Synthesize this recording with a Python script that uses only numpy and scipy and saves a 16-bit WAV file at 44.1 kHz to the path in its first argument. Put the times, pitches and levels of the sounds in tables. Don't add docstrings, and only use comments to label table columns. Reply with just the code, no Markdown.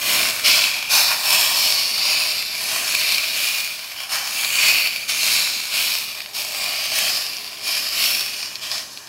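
import sys
import numpy as np
from scipy import signal
from scipy.fft import rfft, irfft, next_fast_len
from scipy.io import wavfile
from scipy.ndimage import uniform_filter1d

SR = 44100
rng = np.random.default_rng(int(sys.argv[2]) if len(sys.argv) > 2 else 0)


def transcribe(signal):
    frames = np.atleast_2d(signal).T
    limited = np.clip(frames, -1, 1)
    pcm = np.round(limited * 32767).astype(np.int16)
    wavfile.write(sys.argv[1], SR, pcm)


N = 400516

# (start [s], rise [s], initial fade [dB/s],
# mid bubbles [dB], small bubbles [dB re mid], spray [dB re mid], large bubbles [dB re mid],
# mid tilt [dB/octave], small tilt [dB/octave], steam whistle pitch [Hz], whistle boost [dB])
SPURTS = [(-0.032, 0.22, 43, -20.5, 0.0, -1, -7, -8, -7.0, 5500, 3.0),
          (0.431, 0.05, 44.5, -14.5, 0.5, -5.0, -13, 1, -2.0, 5000.0, 1.0),
          (0.55, 0.035, 58, -26, -4, -8.5, -8, -6, -1, 4500, 2),
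          (0.888, 0.06, 39.5, -21.0, 6.5, 2.5, -6.5, -5, -2.5, 5500.0, 0.5),
          (1.102, 0.015, 135.0, -25.5, -7.0, -4.0, -3, -1, -7.0, 4700.0, 2.0),
          (1.206, 0.141, 19, -20.5, 1.5, 0, -7.0, 5.0, -4.0, 5360, 7),
          (1.523, 0.078, 21, -27.0, 8.5, 0.5, -9.5, -1, 6, 4340, 4.5),
          (1.883, 0.25, 18.5, -24.5, 3.5, -3.5, -10, -6.5, -1, 4800.0, 5),
          (2.02, 0.044, 44, -32, 5, -2, -5, -3, 10, 5330, 4),
          (2.52, 0.26, 11, -27.5, 0.5, 1, -5.5, 5, 6.0, 3800.0, 3),
          (2.841, 0.27, 22, -23.5, 1.5, -4, -17, -10.0, -3, 4150, 4.0),
          (3.296, 0.14, 30.0, -26.5, 2, -0.5, -10.5, -4.0, -4, 4750.0, 1.0),
          (3.939, 0.09, 144, -32.5, -2, -6, -9.5, 9, 7, 5200.0, 3),
          (4.083, 0.047, 34, -27, 1.5, -0.5, -5.5, 2, 6, 5150.0, 1),
          (4.19, 0.4, 30, -24.5, -3, -1.5, -12, 2, -10, 4600.0, 4.5),
          (4.518, 0.18, 47, -17, -2, -6, -14.5, -10, 0, 4550.0, 6),
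          (5.076, 0.022, 44, -23.5, -1.5, -2.5, -12.5, -9, -12, 5550.0, 11.0),
          (5.14, 0.21, 31, -22.5, 3, 0, -11, -8.0, 2, 4050, 7),
          (5.68, 0.14, 43, -22, 2, -2.5, -13, -3, -3.5, 4070, 2.5),
          (6.325, 0.065, 33, -30, 2.5, -0.5, -8, 6, 6.0, 4300.0, 2),
          (6.482, 0.18, 10, -26.5, 0.5, -4, -8, -2.5, 1.0, 4770, 6),
          (6.894, 0.12, 77, -23.0, -1, -1, -6.5, 7, 8, 3760, 6.5),
          (6.99, 0.17, 65, -33.5, 8.5, 4.5, 0, 3.0, 3, 5150.0, 7),
          (7.603, 0.11, 28, -28.0, 4.5, 0.5, -6, -1, 7, 5000, 5),
          (7.904, 0.15, 35, -23.0, 1.5, -1, -10, 0, -1, 5450.0, 6),
          (8.32, 0.14, 131, -43, 12, 1, -1, -5.5, 15, 5000, 3.5),
          (8.607, 0.026, 54, -35.5, 5, 0.5, -4, 15, 1, 4850.0, 4),
          (8.64, 0.15, 147, -37, 6.5, 1.5, -1.5, 1, 6.0, 4800.0, 2),
          (8.705, 0.012, 90, -42, 14, 4, 2, 0, 3, 4870, 8),
          (8.9, 0.024, 104, -49, 12.5, 6, -6, -4, 5, 5200, 3)]
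BAND_EDGES_HZ = [450, 2000, 3400, 5900, 17000]
SIMMER_DB = [-47, -48.5, -45.5, -46.5]
CRACKLE_DB = [-6.5, -6, -7, -7.5]
DRIFT_DB = [1.4, 2.4, 1.06, 1.9]
# (frequency [Hz], gain [dB])
PAN_EQ = [(280, -59.5), (480, -33.5), (597, -13), (873, -17), (1070, -11.5), (1350, -15.5), (1920, -12),
          (2420, 4.5), (3390, -1), (4540, -0.5), (5410, 2), (6080, -9), (8140, -12.5), (12800, -12),
          (15700, -17)]
# (frequency [Hz], width [Hz], boost [dB])
PAN_RESONANCES = [(2330, 200, 3), (2990, 69, 1.5), (4440, 420, 5.5), (5450, 220, 1)]
# (delay [s], gain [dB])
REFLECTIONS = [(.0028, -23.5), (.0061, -18), (.011, -16)]
# (time [s],
# large-bubble tilt [dB/octave], low dip [Hz], its depth [dB], upper dip depth [dB], spray tilt [dB/octave])
PAN_SWEEP = [(0.3, -2, 801, 8.5, -4.5, 1), (1.0, 1.5, 860, -7, -1.5, 0), (1.65, -1, 910, -3.5, 9, 1.5),
             (2.2, -2.5, 910, 2.5, 0, 1.5), (2.802, 0.5, 860, 5.5, 4.5, -2.5), (3.5, 0, 860, 3, -1, 2),
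             (4.2, 2.5, 806, -5, 2.5, 0.5), (4.8, 0, 990, 4, -5, 1), (5.35, 2, 790, 1.5, 3, -3.5),
             (5.9, 1, 860, 0, -2, 1.5), (6.5, -4, 890, 0, 5, -0.5), (7.0, -1.5, 970, 11.5, 9, 0),
             (7.7, -1, 900, 4, 9, 1), (8.1, -1, 905, 6, -2, 1.5), (8.7, 0.5, 805, -1, 4.5, -4)]
# (frequency [Hz], gain [dB])
FAN_EQ = [(35, -30), (60, -5), (399, -5.5), (548, -11.5), (821, -13), (1900, -11), (2470, -39),
          (4180, -120)]
# (pitch [Hz], level [dB])
FAN_TONES = [(124, -68.5), (415, -65.5)]
# (frequency [Hz], gain [dB])
STEAM_EQ = [(15, -43), (25, -17), (118, -2.5), (152, -4.5), (206, -0.5), (476, -5), (520, -0.5),
            (680, -7.5), (1140, -120)]
# (time [s], half-width [s], boost [dB])
STEAM_CLOUDS = [(.18, 0.23, 8), (.58, 0.17, 4.5), (4.65, 0.18, 0.5), (8.88, 0.09, 4)]
# (time [s], gain [dB])
BED_RIDE = [(0, -0.5), (2.8, 2), (3.9, -3), (4.8, 1), (6.1, 0), (7.2, 1.5), (9.08, 0.5)]
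# (time [s], level [dB], pitch [Hz])
POPS = [(0.255, -2, 2430), (0.5394, -9, 2490), (1.724, 7, 4600), (2.4289, -12, 2540), (3.1692, -15, 4580),
        (3.916, -14, 2430), (4.436, -4, 2440), (4.4473, 1, 4100), (5.232, 4, 4460), (5.4745, -4, 2330),
        (5.4999, -1, 5100), (5.7009, -16, 4000), (6.205, -7.5, 2640), (6.2608, -12, 2630),
        (6.548, -7, 2510), (7.2659, -7, 5370), (7.3355, -14, 5130), (7.368, -9, 5590), (8.2881, -15, 2760),
        (8.4287, -6, 4900), (8.556, -4.5, 4600), (8.7154, -3, 5010), (8.7184, -7, 4600), (8.78, -7, 4700),
        (8.9743, -9.5, 4360), (9.0727, -18.5, 4470)]
# (time [s], level [dB])
SPLASHES = [(0.4484, -9), (0.9054, -4), (4.0916, -21), (5.0914, 2), (5.7228, -13), (6.345, -4),
            (7.6206, -19), (8.6268, -10)]


def undb(db):
    return 10 ** (np.asarray(db) / 20)


def level(x, db):
    return x * undb(db) / np.sqrt(np.mean(x ** 2))


def decay(age, t60):
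    return np.exp(-np.log(1000) * age / t60)


def bell(hz, centre_hz, width_hz):
    return 1 / (1 + (2 * (hz - centre_hz) / width_hz) ** 2)


def walk(rate):
    hold = int(SR / rate)
    steps = np.repeat(rng.standard_normal(N // hold + 1), hold)
    return 1.2 * uniform_filter1d(uniform_filter1d(steps, hold), hold)[:N]


def eq(x, points, peaks=(), size=4096):
    hz, db = np.transpose(points)
    bins_hz = np.arange(size // 2 + 1) * SR / size
    gain_db = np.interp(np.log(bins_hz + 1), np.log(hz), db)
    gain_db += sum(boost * bell(bins_hz, centre, width) for centre, width, boost in peaks)
    cepstrum = irfft(np.log(undb(gain_db)))
    cepstrum[1:size // 2] *= 2
    cepstrum[size // 2 + 1:] = 0
    return signal.fftconvolve(x, irfft(np.exp(rfft(cepstrum))))[:N]


def slices(x, lo_hz, hi_hz, count):
    size = next_fast_len(N)
    spectrum, octave = rfft(x, size), np.log2(np.arange(1, size // 2 + 2) * SR / size)
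    step = np.log2(hi_hz / lo_hz) / count
    for k in range(count):
        centre = np.log2(lo_hz) + (k + .5) * step
        mask = np.cos(np.pi / 2 * np.clip((octave - centre) / step, -1, 1)) ** 2
        yield 2 ** centre, irfft(spectrum * mask, size)[:N]


def reflect(x, sway=0.043):
    n = np.arange(N)
    return x + sum(undb(db) * np.interp(n - delay * SR * (1 + sway * walk(1.5)), n, x, left=0)
                   for delay, db in REFLECTIONS)


def boil(drying_db_s2=4.5):
    start, rise, fade, mid_db, small_db, spray_db, large_db, *tone = np.transpose(SPURTS)[:, :, None]
    ticks = np.arange(0, N, 32)
    age = ticks / SR - start
    fading = np.maximum(age - rise, 0)
    attack = np.sin(np.pi / 2 * np.clip(age / rise, 0, 1))
    envelope = attack * undb(mid_db - fade * fading - drying_db_s2 * fading ** 2)
    powers = [(envelope * undb(db)) ** 2 for db in (large_db, 0, small_db, spray_db)]
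    levels = [10 * np.log10(power.sum(0) + undb(2 * db)) for power, db in zip(powers, SIMMER_DB)]
    mid, small = powers[1] ** 2, powers[2] ** 2
    blended = [(weight * column).sum(0) / (weight.sum(0) + 1e-30)
               for weight, column in zip((mid, small, small, small), tone)]
    return [np.interp(np.arange(N), ticks, curve) for curve in levels + blended]


def bursts(rate, spread_db):
    chance, size, sign = rng.random(N), rng.exponential(size=N), rng.choice([-1, 1], N)
    return level((chance < rate / SR) * sign * undb(spread_db * np.minimum(size, 4)), 0)


def spits(rate, spread_db, t60):
    envelope = signal.lfilter([1], [1, -decay(1 / SR, t60)], np.abs(bursts(rate, spread_db)))
    return level(envelope * rng.standard_normal(N), 0)


def sizzle(sputter_db=0.6, flicker_db=0.45, upper_dip_hz=1390, dip_width_hz=150, whistle_width_hz=320):
    *levels, mid_tilt, small_tilt, whistle_hz, whistle_db = boil()
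    times, *columns = np.transpose(PAN_SWEEP)
    sweep = (np.interp(np.arange(N) / SR, times, column) for column in columns)
    large_tilt, dip_hz, dip_db, upper_dip_db, spray_tilt = sweep
    band_eq_db = (
        lambda hz: (large_tilt * np.log2(hz / 1000) - dip_db * bell(hz, dip_hz, dip_width_hz)
                    - upper_dip_db * bell(hz, upper_dip_hz, dip_width_hz)),
        lambda hz: mid_tilt * np.log2(hz / 2600),
        lambda hz: small_tilt * np.log2(hz / 4540) + whistle_db * bell(hz, whistle_hz, whistle_width_hz),
        lambda hz: spray_tilt * np.log2(hz / 10000))
    crackle = spits(rate=200, spread_db=3.3, t60=.012)
    sputter = sputter_db * walk(40)
    mix = 0
    for k, db in enumerate(levels):
        fizz = bursts(rate=12000, spread_db=1.1)
        rung = eq(reflect(fizz + undb(CRACKLE_DB[k]) * crackle), PAN_EQ, PAN_RESONANCES)
        spots = sum(undb(band_eq_db[k](hz) + DRIFT_DB[k] * walk(6)) * part
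                    for hz, part in slices(rung, *BAND_EDGES_HZ[k:k + 2], count=12))
        mix += level(spots, 0) * undb(db + sputter + flicker_db * walk(25))
    return mix


def hood_fan(air_db=-56, waver_db=3.0):
    t = np.arange(N) / SR
    hum = sum(undb(db + 3.5 + waver_db * walk(3.7)) * np.sin(2 * np.pi * hz * t + 1.65 * walk(8))
              for hz, db in FAN_TONES)
    return level(eq(rng.standard_normal(N), FAN_EQ), air_db) + hum


def steam_rumble(offset_db=-32.5, follow_db_per_db=0.64, smooth_s=0.079):
    t = np.arange(N) / SR
    spray_db = boil()[3]
    steam_db = offset_db + follow_db_per_db * uniform_filter1d(spray_db, int(smooth_s * SR))
    clouds_db = sum(db * np.exp(-((t - time) / width) ** 2) for time, width, db in STEAM_CLOUDS)
    return level(eq(rng.standard_normal(N), STEAM_EQ), 0) * undb(steam_db + clouds_db)


def pops(ring_db=-5, ring_t60=.004, crack_db=-9, crack_t60=0.0087):
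    ring, crack = np.zeros(N), np.zeros(N)
    t = np.arange(SR // 50) / SR
    for time, db, hz in POPS:
        i = int(time * SR)
        ping = np.sin(2 * np.pi * hz * t) * decay(t, ring_t60)
        snap = rng.standard_normal(len(t)) * decay(t, crack_t60)
        ring[i:i + len(t)] -= undb(db + ring_db) * ping[:N - i]
        crack[i:i + len(t)] += undb(db + crack_db) * snap[:N - i]
    bandpass = signal.butter(3, [660, 9400], "band", fs=SR, output="sos")
    return reflect(signal.sosfilt(bandpass, ring) + eq(crack, PAN_EQ, PAN_RESONANCES))


def splashes(rise_s=0.0041, t60=0.061, hiss_db=-15):
    envelope = 0
    for time, db in SPLASHES:
        age = np.maximum(np.arange(N) / SR - time, 0)
        envelope += undb(db) * (1 - np.exp(-age / rise_s)) * decay(age, t60)
    hiss = eq(bursts(rate=9000, spread_db=1.4), PAN_EQ, PAN_RESONANCES)
    return envelope * level(hiss, hiss_db)


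def scene():
    frying = sizzle() + pops() + splashes()
    ride = undb(np.interp(np.arange(N) / SR, *np.transpose(BED_RIDE)))
    bed = ride * (hood_fan() + steam_rumble())
    return np.tile(frying + bed, (2, 1))


def record(dry):
    ceiling, top_hz = .7, 15750
    rounded = dry / (1 + (dry / ceiling) ** 4) ** .25
    return signal.sosfilt(signal.ellip(12, .2, 80, top_hz, fs=SR, output="sos"), rounded)


dry = scene()
out = record(dry)
transcribe(out)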